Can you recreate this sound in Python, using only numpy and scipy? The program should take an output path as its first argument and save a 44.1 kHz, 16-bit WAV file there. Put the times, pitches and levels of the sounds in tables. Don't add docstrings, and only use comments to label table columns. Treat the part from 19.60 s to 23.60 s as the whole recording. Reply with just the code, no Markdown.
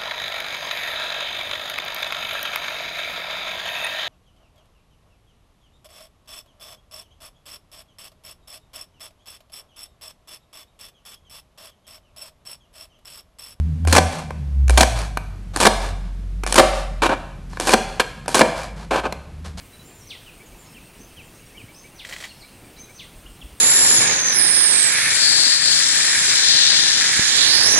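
import sys
import numpy as np
from scipy import signal
from scipy.fft import rfft, irfft
from scipy.io import wavfile
from scipy.ndimage import uniform_filter1d

SR = 44100
rng = np.random.default_rng(int(sys.argv[2]) if len(sys.argv) > 2 else 0)


def int16_out(signal):
    q = np.round(np.clip(np.atleast_2d(signal).T, -1, 1) * 32767)
    wavfile.write(sys.argv[1], SR, q.astype(np.int16))


N = 176400

# mid-fall t/s, level/dB
SWOOP_CUES = [(.501, -31.5), (2.3905, -35), (3.3902, -34.5)]
# f/Hz, gain/dB
SWOOP_DIRECT = [(1900, -19), (2200, -10.5), (2700, -5.5), (3250, -2), (3600, -2), (3900, -11),
                (4600, -13.5), (5200, -25), (6300, -24)]
# f/Hz, gain/dB
SWOOP_SEND = [(1900, -14.5), (2700, -3.5), (3400, 0), (4200, -9.5), (5200, -14.5), (6300, -16)]
# start t/s, length/s, first f/Hz, held f/Hz, last f/Hz, level/dB
WHISTLE_CUES = [(0.23, 0.17, 6450, 7330, 6960, -54.5), (0.386, 0.062, 6500, 5620, 5460, -52.5),
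                (0.97, 0.051, 6700, 7400, 7060, -51), (1.043, 0.042, 3800, 5500, 5350, -55),
                (1.376, 0.074, 4700, 6260, 6100, -51.5), (1.59, 0.1, 7100, 7170, 7100, -64),
                (1.733, 0.061, 5500, 6680, 6600, -57), (2.14, 0.074, 4910, 6305, 6240, -48),
                (2.71, 0.12, 5800, 5200, 5060, -60), (3.162, 0.063, 4500, 6290, 6260, -46.5),
                (3.336, 0.051, 6100, 6330, 6160, -49)]
# start t/s, length/s, first f/Hz, last f/Hz, level/dB
SLUR_CUES = [(0.657, 0.053, 3250, 2340, -46), (0.853, 0.03, 7200, 6030, -51),
             (1.015, 0.063, 7000, 6450, -58), (1.142, .052, 3300, 2260, -46.5),
             (1.565, 0.061, 3410, 2190, -43.5), (1.857, .02, 5800, 5200, -52),
             (1.966, 0.061, 3296, 2197, -45), (2.68, .028, 4680, 3980, -45.5),
             (2.70, 0.0307, 2990, 2610, -47.5), (2.802, 0.037, 5200, 3480, -48.5),
             (3.655, 0.023, 2523, 3450, -43), (3.81, .027, 3700, 2350, -42)]
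# start t/s, level/dB
PEEP_CUES = [(.797, -46), (1.943, -48), (2.08, -47.5), (2.238, -46.5), (2.826, -47.5), (3.174, -50),
             (3.287, -48)]
# start t/s, level/dB
PIP_CUES = [(.126, -50), (.189, -49), (3.162, -49.5), (3.226, -50.5)]
# delay/s, knock level/dB, rattle level/dB, rattle decay/s
SHUTTER_HITS = [(.0003, -33, -41.5, .012), (.0022, -24, -43, 0.025), (.0212, -43, -41, 0.016),
                (.0413, -35, -38, 0.013), (0.0471, -31, -39, 0.027), (.064, -31, -41, .02),
                (.0765, -28, -38, .02), (.0805, -27.5, -43, 0.014), (.084, -29.5, -39.5, .016),
                (0.0905, -30, -38, 0.0055)]
FRAME_CUES = [2.448, 2.5617]
# f/Hz, level/dB, t60/s
BODY_MODES = [(1470, -15.5, 0.021), (1970, 1.5, .013), (2270, -0.5, 0.01), (3160, -4, 0.0097),
              (3750, -14, .01)]
# f/Hz, gain/dB
RATTLE_EQ = [(150, -32), (600, 2), (1100, -1), (1950, 3.5), (2800, -0.5), (4500, 0), (6200, -3.5),
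             (7600, -1), (10000, -9.5), (15500, -18)]
CHIRP_CUES = [.035, .16, .305, .42, .53, .65, .78, .90, 1.02, 1.14, 1.26, 1.38, 1.52, 1.64, 1.775, 1.90,
              2.03, 2.15, 2.27, 2.46, 2.59, 2.719, 2.83, 2.96, 3.08, 3.21, 3.335, 3.46, 3.595, 3.73, 3.87,
              3.99]
# f/Hz, gain/dB
WING_EQ = [(6000, -50), (7900, -32), (8250, -2.5), (8500, 2), (8800, -6.5), (9400, -13), (10000, -26),
           (13000, -30)]
# middle t/s, f/Hz, width/s, level/dB
BUMP_CUES = [(2.045, 105, 0.0064, -35.5), (2.04, 253, 0.0022, -38.5), (3.572, 34.8, .016, -39.5),
             (3.67, 40, 0.019, -41), (3.715, 35, .02, -44), (3.853, 54.5, 0.0092, -31.5),
             (3.934, 59.5, 0.0069, -38)]
# f/Hz, gain/dB
FOLIAGE_EQ = [(500, -10), (2000, -6.5), (2700, -5), (3800, 1.5), (5000, 0.5), (7500, -3), (15000, -3)]
# f/Hz, t60/s
FOLIAGE_DECAY = [(500, .4), (2500, 0.35), (4000, 0.57), (7000, 0.44), (15000, 0.3)]
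# f/Hz, gain/dB
HUSH_EQ = [(20, -9), (30, -3.5), (43, 3), (54, -5.5), (70, -3), (100, -2.5), (200, -5.5), (450, -11),
           (900, -15.5), (1400, -18.5), (1950, -18.5), (2650, -17.5), (3400, -21.5), (5000, -24),
           (7600, -25.5), (9300, -21), (10500, -25.5), (15500, -27)]


def bird_note(hz, waver=.005, flutter_db=0.0, attack_s=.0074, release_s=.01):
    t = np.arange(len(hz)) / SR
    envelope = np.clip(t / attack_s, 0, 1) * np.clip((t[-1] - t) / release_s, 0, 1)
    cycles = np.cumsum(hz * (1 + waver * drift(size=90)[:len(t)])) / SR
    flutter = amp(flutter_db * drift(size=160)[:len(t)])
    return envelope * flutter * np.sin(2 * np.pi * cycles)


def swoops(level_ride, top_hz=6350, end_hz=1900, fall_s=.012, lead_s=.045, length_s=.11):
    out, t = np.zeros(N), np.arange(0, length_s, 1 / SR) - lead_s
    hz = end_hz + (top_hz - end_hz) / (1 + np.exp(t / fall_s))
    for s, db in SWOOP_CUES:
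        add(out, s - lead_s, amp(db + curve(level_ride, hz)) * bird_note(hz))
    return out


def whistles(slide_s=.02, slide_db=-9, sag_power=4.93):
    out = np.zeros(N)
    for s, length, first, held, last, db in WHISTLE_CUES:
        t = np.arange(0, length, 1 / SR)
        slide = np.exp(-(t / slide_s) ** 2)
        hz = held + (first - held) * slide + (last - held) * (t / length) ** sag_power
        tone = bird_note(hz, waver=.009 + .03 * slide, flutter_db=3.5)
        add(out, s, amp(db + slide_db * slide) * tone)
    return out


def slurs():
    out = np.zeros(N)
    for s, length, first, last, db in SLUR_CUES:
        hz = np.geomspace(first, last, int(length * SR))
        add(out, s, amp(db) * bird_note(hz, waver=.014, flutter_db=2.5))
    return out


def peeps(top_hz=2330, scoop_hz=350, scoop_s=.0061, length_s=.033):
    out, t = np.zeros(N), np.arange(0, length_s, 1 / SR)
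    for s, db in PEEP_CUES:
        add(out, s, amp(db) * bird_note(top_hz - scoop_hz * np.exp(-t / scoop_s)))
    return out


def pips(hz=3955.0, length_s=.042):
    out = np.zeros(N)
    for s, db in PIP_CUES:
        add(out, s, amp(db) * bird_note(np.full(int(length_s * SR), hz), waver=.001, flutter_db=.4))
    return out


def shutter(attack_s=.00044, return_s=.0765, chatter_db=-30.5, chatter_decay_s=.012, grain_db=.3):
    t = np.arange(SR // 5) / SR
    ring = sum(amp(db - 60 * t / t60) * np.sin(2 * np.pi * hz * t) for hz, db, t60 in BODY_MODES)
    ring *= 1 - np.exp(-t / attack_s)
    knocks, rattle_power, out = np.zeros(len(t)), np.zeros(len(t)), np.zeros(N)
    for delay, knock_db, rattle_db, decay in SHUTTER_HITS:
        add(knocks, delay, amp(knock_db) * ring / abs(ring).max())
        add(rattle_power, delay, (amp(rattle_db) * np.exp(-t / decay)) ** 2)
    chatter = unit(signal.fftconvolve(rng.standard_normal(len(t)), ring)[:len(t)])
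    add(knocks, return_s, amp(chatter_db) * chatter * np.exp(-t / chatter_decay_s))
    grain = amp(grain_db * drift(size=40)[:len(t)])
    for s in FRAME_CUES:
        rattle = np.sqrt(rattle_power) * grain * noise(RATTLE_EQ)[:len(t)]
        add(out, s, knocks + rattle)
    return out


def cricket(chirp_s=.09, strokes_per_s=120, decay_strokes=.47, level_db=-62, swell_db_per_s=.8):
    drive, t = np.zeros(N), np.arange(0, chirp_s, 1 / SR)
    strokes = np.exp(-(t * strokes_per_s % 1) / decay_strokes)
    envelope = abs(np.sin(np.pi * t / chirp_s)) ** .27
    for s in CHIRP_CUES:
        add(drive, s - chirp_s / 2, strokes * envelope)
    rasp = equalise(drive * rng.standard_normal(N), WING_EQ)
    return unit(rasp) * amp(level_db + swell_db_per_s * (np.arange(N) - N / 2) / SR)


def handling_bumps():
    out, t = np.zeros(N), np.arange(-SR // 10, SR // 10) / SR
    for s, hz, width, db in BUMP_CUES:
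        add(out, s + t[0], -amp(db) * np.sin(2 * np.pi * hz * t) / np.cosh(t / width))
    return out


def far_birds(notes_per_s=9, centre_hz=2620, spread=.0993, length_s=.0284, level_db=-56.5, spread_db=1.5):
    out = np.zeros(N)
    times = rng.uniform(0, N / SR, size=200)[:int(notes_per_s * N / SR)]
    for s, (pitch, aim, accent) in zip(times, rng.standard_normal(size=(200, 3))):
        glide = np.linspace(pitch, (pitch + aim) / 2, int(length_s * SR))
        add(out, s, amp(level_db + spread_db * accent) * bird_note(centre_hz * np.exp(spread * glide)))
    return out


def foliage(send, density=.08, build_s=.008, early_db=4, early_s=.035):
    t = np.arange(SR) / SR
    echoes = rng.standard_normal(SR) * (rng.random(SR) < density)
    echoes *= np.clip(t / build_s, 0, 1) ** 2 * amp(early_db * np.exp(-t / early_s))
    hz, age_s, bands = signal.stft(echoes, SR, nperseg=256)
    decay = amp(-60 * age_s / curve(FOLIAGE_DECAY, hz)[:, None])
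    tail = signal.istft(bands * decay, SR, nperseg=256)[1]
    wet = signal.fftconvolve(send, tail / np.linalg.norm(tail))
    return equalise(wet, FOLIAGE_EQ, fft_size=2 * N)


def hush(level_db=-47, patchy_db=1.35):
    bands = signal.stft(noise(HUSH_EQ), nperseg=1024, noverlap=768)[2]
    patches = uniform_filter1d(rng.standard_normal(bands.shape), size=10, axis=0)
    patches = unit(uniform_filter1d(patches, size=12, axis=1))
    bed = signal.istft(bands * amp(patchy_db * patches), nperseg=1024, noverlap=768)[1][:N]
    return amp(level_db) * unit(bed)


def amp(db):
    return 10 ** (np.asarray(db) / 20)


def unit(x):
    return x / np.sqrt(np.mean(x ** 2) + 1e-20)


def curve(points, hz):
    f, value = np.transpose(points)
    return np.interp(np.log(hz + 1), np.log(f + 1), value)


def add(mix, s, sound):
    at = round(s * SR)
    part = mix[max(at, 0):][:len(sound) + min(at, 0)]
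    part += sound[max(-at, 0):][:len(part)]


def equalise(x, eq, fft_size=N):
    gain = amp(curve(eq, np.fft.rfftfreq(fft_size, 1 / SR)))
    return irfft(rfft(x, fft_size) * gain)[:N]


def noise(eq):
    return unit(equalise(rng.standard_normal(N), eq))


def drift(size):
    return unit(uniform_filter1d(uniform_filter1d(rng.standard_normal(16384), size), size))


def scene():
    swoop, thin = swoops(SWOOP_DIRECT), whistles()
    calls = slurs() + peeps() + far_birds()
    pip, camera = pips(), shutter()
    direct = swoop + amp(-1.5) * thin + calls + pip + camera
    send = swoops(SWOOP_SEND) + thin + amp(-2) * calls + amp(-17) * pip + amp(-8) * camera
    mono = direct + foliage(send) + cricket() + handling_bumps() + hush()
    return np.array([mono, mono])


def record(dry):
    high_cut = signal.firwin(511, cutoff=15850, window=("kaiser", 9), fs=SR)
    return signal.oaconvolve(dry, high_cut[None], "same")


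dry = scene()
out = record(dry)
int16_out(out)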